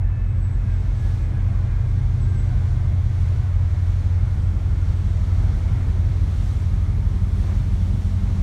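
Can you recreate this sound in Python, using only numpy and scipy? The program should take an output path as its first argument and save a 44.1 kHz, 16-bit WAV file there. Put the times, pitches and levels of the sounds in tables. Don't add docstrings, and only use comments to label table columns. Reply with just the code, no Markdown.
import sys
import numpy as np
from scipy import signal
from scipy.fft import rfft, irfft, next_fast_len
from scipy.io import wavfile
from scipy.ndimage import uniform_filter1d

SR = 44100
rng = np.random.default_rng(int(sys.argv[2]) if len(sys.argv) > 2 else 0)


def put_to_file(sound):
    columns = np.atleast_2d(sound).T
    safe = np.clip(columns, -1, 1)
    whole_steps = np.round(safe * 32767)
    wavfile.write(sys.argv[1], SR, whole_steps.astype(np.int16))


def how_loud(loudness_db):
    steps = np.asarray(loudness_db, float) / 20
    return 10 ** steps


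N = 371322
TIME = np.arange(N) / SR

# time in seconds, pitch in Hz.
LAUNCH_PITCH = [(0, 1770), (.9, 1700), (2.6, 1565), (3.5, 1497), (4.3, 1430), (5.1, 1390), (5.7, 1365),
                (6.1, 1300), (6.5, 1258), (7, 1235), (8.42, 1180)]
# middle in seconds, level in dB, half length in seconds.
FIRST_TURBO_PATCHES = [(.14, -58.5, .2), (.42, -60, .17), (1.05, -58, .13), (1.3, -58, .2), (1.6, -61, .15),
                       (1.83, -57, .14), (2.3, -56.5, .14), (2.55, -59, .17), (3.2, -56.5, .08),
                       (3.43, -59.5, .08), (4.3, -64, .2), (4.8, -62, .18), (5.7, -63, .15),
                       (6.55, -60, .15), (6.82, -58, .14), (7.6, -64, .3)]
SECOND_TURBO_PATCHES = [
    (.7, -59, 0.1),
    (1.4, -60, .1),
    (2.62, -60, 0.19),
    (5.3, -59, 0.17),
]
GEAR_PATCHES = [
    (.15, -64.5, .3),
    (.75, -65, .25),
    (1.3, -67, .2),
    (1.8, -65, .12),
    (2.6, -64, .1),
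]
BLOWER_PATCHES = [(.35, -72, .08), (.45, -63, .04), (.53, -66, .04), (.75, -72, .1), (1.03, -68, .06),
                  (1.2, -77, .15), (1.51, -74, .03), (1.65, -77, .04), (1.9, -75, .04), (2.24, -63, .03),
                  (2.31, -64, .03), (2.38, -58, .04), (2.46, -67, .03), (2.75, -89, .25), (4.45, -77, .25),
                  (4.95, -72, .2), (5.45, -78, .17), (6.5, -78, .3), (7.2, -78, .1), (7.65, -81, .17),
                  (8.42, -80, .2)]
# time in seconds, pitch in Hz.
BLOWER_PITCH = [(0, 7872), (1.1, 7861), (2.4, 7830), (5, 7787), (6.5, 7752), (8.42, 7741)]
# pitch in Hz, width in Hz, level in dB.
VENTS = [
    (2136, 70, -66),
    (7480, 50, -90),
]

# frequency in Hz, level in dB per Hz.
BUFFET_COLOUR = [(14, -20), (30, -11), (40, -4), (55, -1.5), (75, -3.5), (95, -4), (120, -5), (140, -9),
                 (170, -12.5), (210, -16), (230, -21), (270, -20), (350, -25), (450, -31), (700, -48)]
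RUSH_COLOUR = [(200, -19), (350, -2.5), (470, -4), (620, -1.5), (840, -4), (1100, -5.5), (1300, -7),
               (1800, -10), (2250, -11), (2750, -21), (3600, -25), (6000, -47.5)]
SPRAY_COLOUR = [(600, -59), (1500, -26), (2500, -4), (3400, -1), (6100, -5), (8000, -12), (10000, -24),
                (15600, -48.5)]
FINE_SPRAY_COLOUR = [(3500, -61.5), (6000, -21), (8000, -2.5), (9500, -1), (11500, -6.5), (13500, -12),
                     (16000, -13)]
# time in seconds, level in dB.
RAIL_NEARNESS = [
    (0, -8.5),
    (.2, -8.5),
    (.75, -2),
    (1.6, -3),
    (2.4, -1),
    (4.8, -0.4),
    (5.6, 1.7),
    (8.42, 1),
]
# middle in seconds, level in dB, half length in seconds.
GUSTS = [(1.1, 4, 0.14), (2.65, 1.2, 0.13), (3.25, 1.5, .12), (3.6, -1, 0.1), (3.9, 1.2, .1),
         (4.17, -1, .07), (5.4, 0.5, 0.16), (6, -1, .12), (6.47, 2, .17), (7, -1, .2), (7.4, 1.5, 0.099),
         (7.65, 1, 0.26), (8.05, 1.3, .1)]
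# middle in seconds, level in dB, half length in seconds.
BREAKERS = [
    (.7, -0.3, .3),
    (1.5, 1.8, 0.32),
    (2.65, 2, 0.26),
    (3.3, 1, .22),
    (4.1, 1.3, 0.36),
    (4.9, 0.5, 0.31),
    (5.6, 1.3, 0.31),
    (6.4, -0.1, .2),
    (7.5, 2.5, 0.084),
]
# time in seconds, share from 0 to 1, delay in ms.
WATER_ECHO = [
    (0, .35, 9.3),
    (.7, .4, 9.15),
    (1.8, .5, 8.7),
    (2.6, .6, 8.4),
    (3.2, .4, 8.3),
    (4.5, .25, 8),
    (8.42, .2, 7.5),
]

# pitch in Hz, level in dB.
AFT_MACHINES = [(51.3, -47), (56.9, -46), (70.1, -46), (92.5, -43), (110.5, -47), (116.5, -43),
                (134.4, -45), (141, -51), (161.9, -53), (186, -52), (199, -52), (204, -56), (210, -55)]
# order, level in dB.
WEAK_ORDERS = [(6, -35), (10, -41), (11, -41), (16, -36.5), (18, -38.5), (22, -45), (24, -43.5), (25, -49),
               (26, -52), (28, -52), (29, -51), (30, -51), (32, -43.5), (33, -51), (36, -53), (40, -54),
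               (41, -59)]
STRONG_ORDERS = {7: (-24.5, -33), 8: (-26.5, -25.5), 12: (-37.5, -27.5), 13: (-38, -42.5), 14: (-45.5, -35),
                 15: (-24.5, -23), 17: (-44, -37), 19: (-31.5, -41.5), 20: (-37.5, -44.5), 21: (-41, -38)}
STANDING_WAVES = {7: [(2.5, 5, 0.8), (4.2, -2.8, 0.71)], 8: [(3.15, -5.5, 1.2)], 12: [(8.2, -4.5, 0.54)],
                  15: [(3.7, 2, 1)], 20: [(2.7, 17, 1.48), (5.5, -12.5, .5)]}
# middle in seconds, level in dB, half length in seconds.
SHADING = [
    (0, -2, 0.32),
    (2.4, -5, 0.13),
    (2.8, 6.5, 0.25),
    (3.7, -5.5, .6),
]
# time in seconds, then the delay in ms from the deck, the casing and the funnel mouth.
FIRING_ARRIVAL = [
    (0, 65, 62, 57.5),
    (1.8, 63.5, 62.4, 58.2),
    (3.2, 62, 63.5, 60.9),
    (4.6, 60, 63.5, 61.4),
    (6, 60, 63, 61.3),
    (8.42, 61, 64, 62.4),
]
# time in seconds, turn from 0 to 1.
LISTENER_TURN = [
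    (0, 0.17),
    (1.2, 0.22),
    (1.9, 0.43),
    (3.1, 1),
    (8.42, 1),
]

# frequency in Hz, width in Hz, depth from 0 to 1.
HOUSING_DIPS = [
    (4910, 550, 0.34),
    (10350, 1000, 0.5),
]


def curves(table):
    seconds, *columns = np.transpose(table)
    return [np.interp(TIME, seconds, column) for column in columns]


def swell(row):
    return np.exp(-((TIME - row[0]) / row[2]) ** 2)


def swells_db(rows):
    return sum(row[1] * swell(row) for row in rows)


def patches(rows, faint_db):
    return np.max([how_loud(row[1]) * swell(row) for row in rows], axis=0) + how_loud(faint_db)


def unit(x):
    return x / np.sqrt(np.mean(x ** 2))


def walk(rate):
    hold = int(SR / rate)
    held = np.repeat(rng.standard_normal(N // hold + 1), hold)
    smooth = uniform_filter1d(uniform_filter1d(held, hold), hold)
    return unit(smooth[:N])


def tone(hz, wobble_hz, rate):
    turns = np.cumsum(hz + wobble_hz * walk(rate)) / SR
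    strength = how_loud(2.8 * walk(rate / 2) - 1.2)
    return np.sqrt(2) * np.sin(2 * np.pi * turns) * strength


def turbulence(colour, shared_db, own_db, flicker):
    size = next_fast_len(N)
    octave = np.log2(np.fft.rfftfreq(size, 1 / SR) + 1)
    hz, db = np.transpose(colour)
    shape = how_loud(np.interp(octave, np.log2(hz), db, left=-90, right=-90))
    noise = rfft(rng.standard_normal(size)) * shape
    out, together_db = 0, shared_db * walk(flicker / 2)
    for centre in np.arange(np.log2(hz[0]), np.log2(hz[-1]) + 1, .5):
        window = np.cos(np.pi * np.clip(octave - centre, -.5, .5)) ** 2
        band = irfft(noise * window, size)[:N]
        out = out + band * how_loud(together_db + own_db * walk(flicker))
    return unit(out)


def vents():
    return sum(tone(hz, width_hz / 3, 45) * how_loud(db) for hz, width_hz, db in VENTS)


def blower():
    return tone(curves(BLOWER_PITCH)[0], 8, 50) * patches(BLOWER_PATCHES, -91.5)


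def launch():
    hz = curves(LAUNCH_PITCH)[0]
    first = tone(hz, 12, 70) * patches(FIRST_TURBO_PATCHES, -71)
    second = tone(.94 * hz, 10, 70) * patches(SECOND_TURBO_PATCHES, -71)
    gears = tone(1.483 * hz, 12, 70) * patches(GEAR_PATCHES, -80)
    beads_db = 1.5 * walk(40) - 1
    return (first + second + gears) * how_loud(beads_db)


def spray():
    near_db, gust_db = curves(RAIL_NEARNESS)[0], swells_db(GUSTS)
    coarse = turbulence(SPRAY_COLOUR, shared_db=.67, own_db=.37, flicker=15)
    fine = turbulence(FINE_SPRAY_COLOUR, shared_db=0, own_db=0, flicker=12)
    coarse_db = -56 + near_db + gust_db
    fine_db = -68.5 + .38 * TIME + .68 * near_db + 1.3 * gust_db
    return coarse * how_loud(coarse_db) + fine * how_loud(fine_db)


def wake_rush():
    share, echo_ms = curves(WATER_ECHO)
    rush = turbulence(RUSH_COLOUR, shared_db=.3, own_db=.5, flicker=9)
    echo = np.interp(TIME - echo_ms / 1000, TIME, rush)
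    rush = (rush + share * echo) / np.sqrt(1 + share ** 2)
    return rush * how_loud(-47 + .3 * curves(RAIL_NEARNESS)[0] + swells_db(BREAKERS))


def wind_buffet():
    lull_db = swells_db([(3.8, -1.8, .8)])
    level_db = -28.6 + .27 * curves(RAIL_NEARNESS)[0] + lull_db
    return turbulence(BUFFET_COLOUR, shared_db=1, own_db=.8, flicker=16) * how_loud(level_db)


def aft_machinery():
    return sum(tone(hz, .15, 1.5) * how_loud(db) for hz, db in AFT_MACHINES)


def slow_cylinders():
    cycles = 2.985 * TIME - .503
    beat = sum(np.cos(2 * np.pi * order * cycles) for order in (15, 25, 29))
    level_db = -53 + 10.5 * curves(LISTENER_TURN)[0] ** 3 + swells_db([(3.5, 7, .8)])
    return np.sqrt(2) * beat * how_loud(level_db)


def generator():
    cycle_hz, plate_lead_s, bulkhead_lag_s = 5.993, .0026, .0035
    deck, casing, mouth = (cycle_hz * (TIME - ms / 1000) for ms in curves(FIRING_ARRIVAL))
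    lead = cycle_hz * plate_lead_s
    echo = mouth - cycle_hz * bulkhead_lag_s
    routes = {7: deck + lead, 18: casing + lead,
              **dict.fromkeys((11, 13, 14, 16, 21), echo),
              **dict.fromkeys((6, 8, 30, 32, 33), deck),
              **dict.fromkeys((10, 12, 20, 24, 25), casing),
              **dict.fromkeys((15, 17, 19, 22), mouth)}
    turn = curves(LISTENER_TURN)[0]
    upper_db = -9 + 1.57 * TIME + swells_db(SHADING)
    levels = []
    for order, (bow_db, aft_db) in STRONG_ORDERS.items():
        standing_db = swells_db(STANDING_WAVES.get(order, ()))
        levels.append((order, bow_db + (aft_db - bow_db) * turn + standing_db))
    for order, db in WEAK_ORDERS:
        levels.append((order, db + 2.2 * walk(1.2) + upper_db * (order > 22)))
    out = 0
    for order, db in levels:
        cycles = routes.get(order, casing + rng.random())
        slip = .002 * order * walk(1.5)
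        out = out + how_loud(db + .5 * walk(6)) * np.cos(2 * np.pi * (order * cycles + slip))
    return np.sqrt(2) * out


def scene():
    whines = vents() + blower() + launch()
    wind_and_water = spray() + wake_rush() + wind_buffet()
    engines = aft_machinery() + slow_cylinders() + generator()
    return (whines + wind_and_water + engines)[None]


def low_pass(x):
    return signal.sosfilt(signal.butter(12, 15700, fs=SR, output="sos"), x)


def record(dry):
    for hz, width_hz, depth in HOUSING_DIPS:
        peak = signal.iirpeak(hz, hz / width_hz, fs=SR)
        band = signal.lfilter(*peak, dry - dry[:, :1])
        dry = dry - np.clip(depth, 0, 1) * band
    return low_pass(dry)


dry = scene()
out = record(dry)
put_to_file(out)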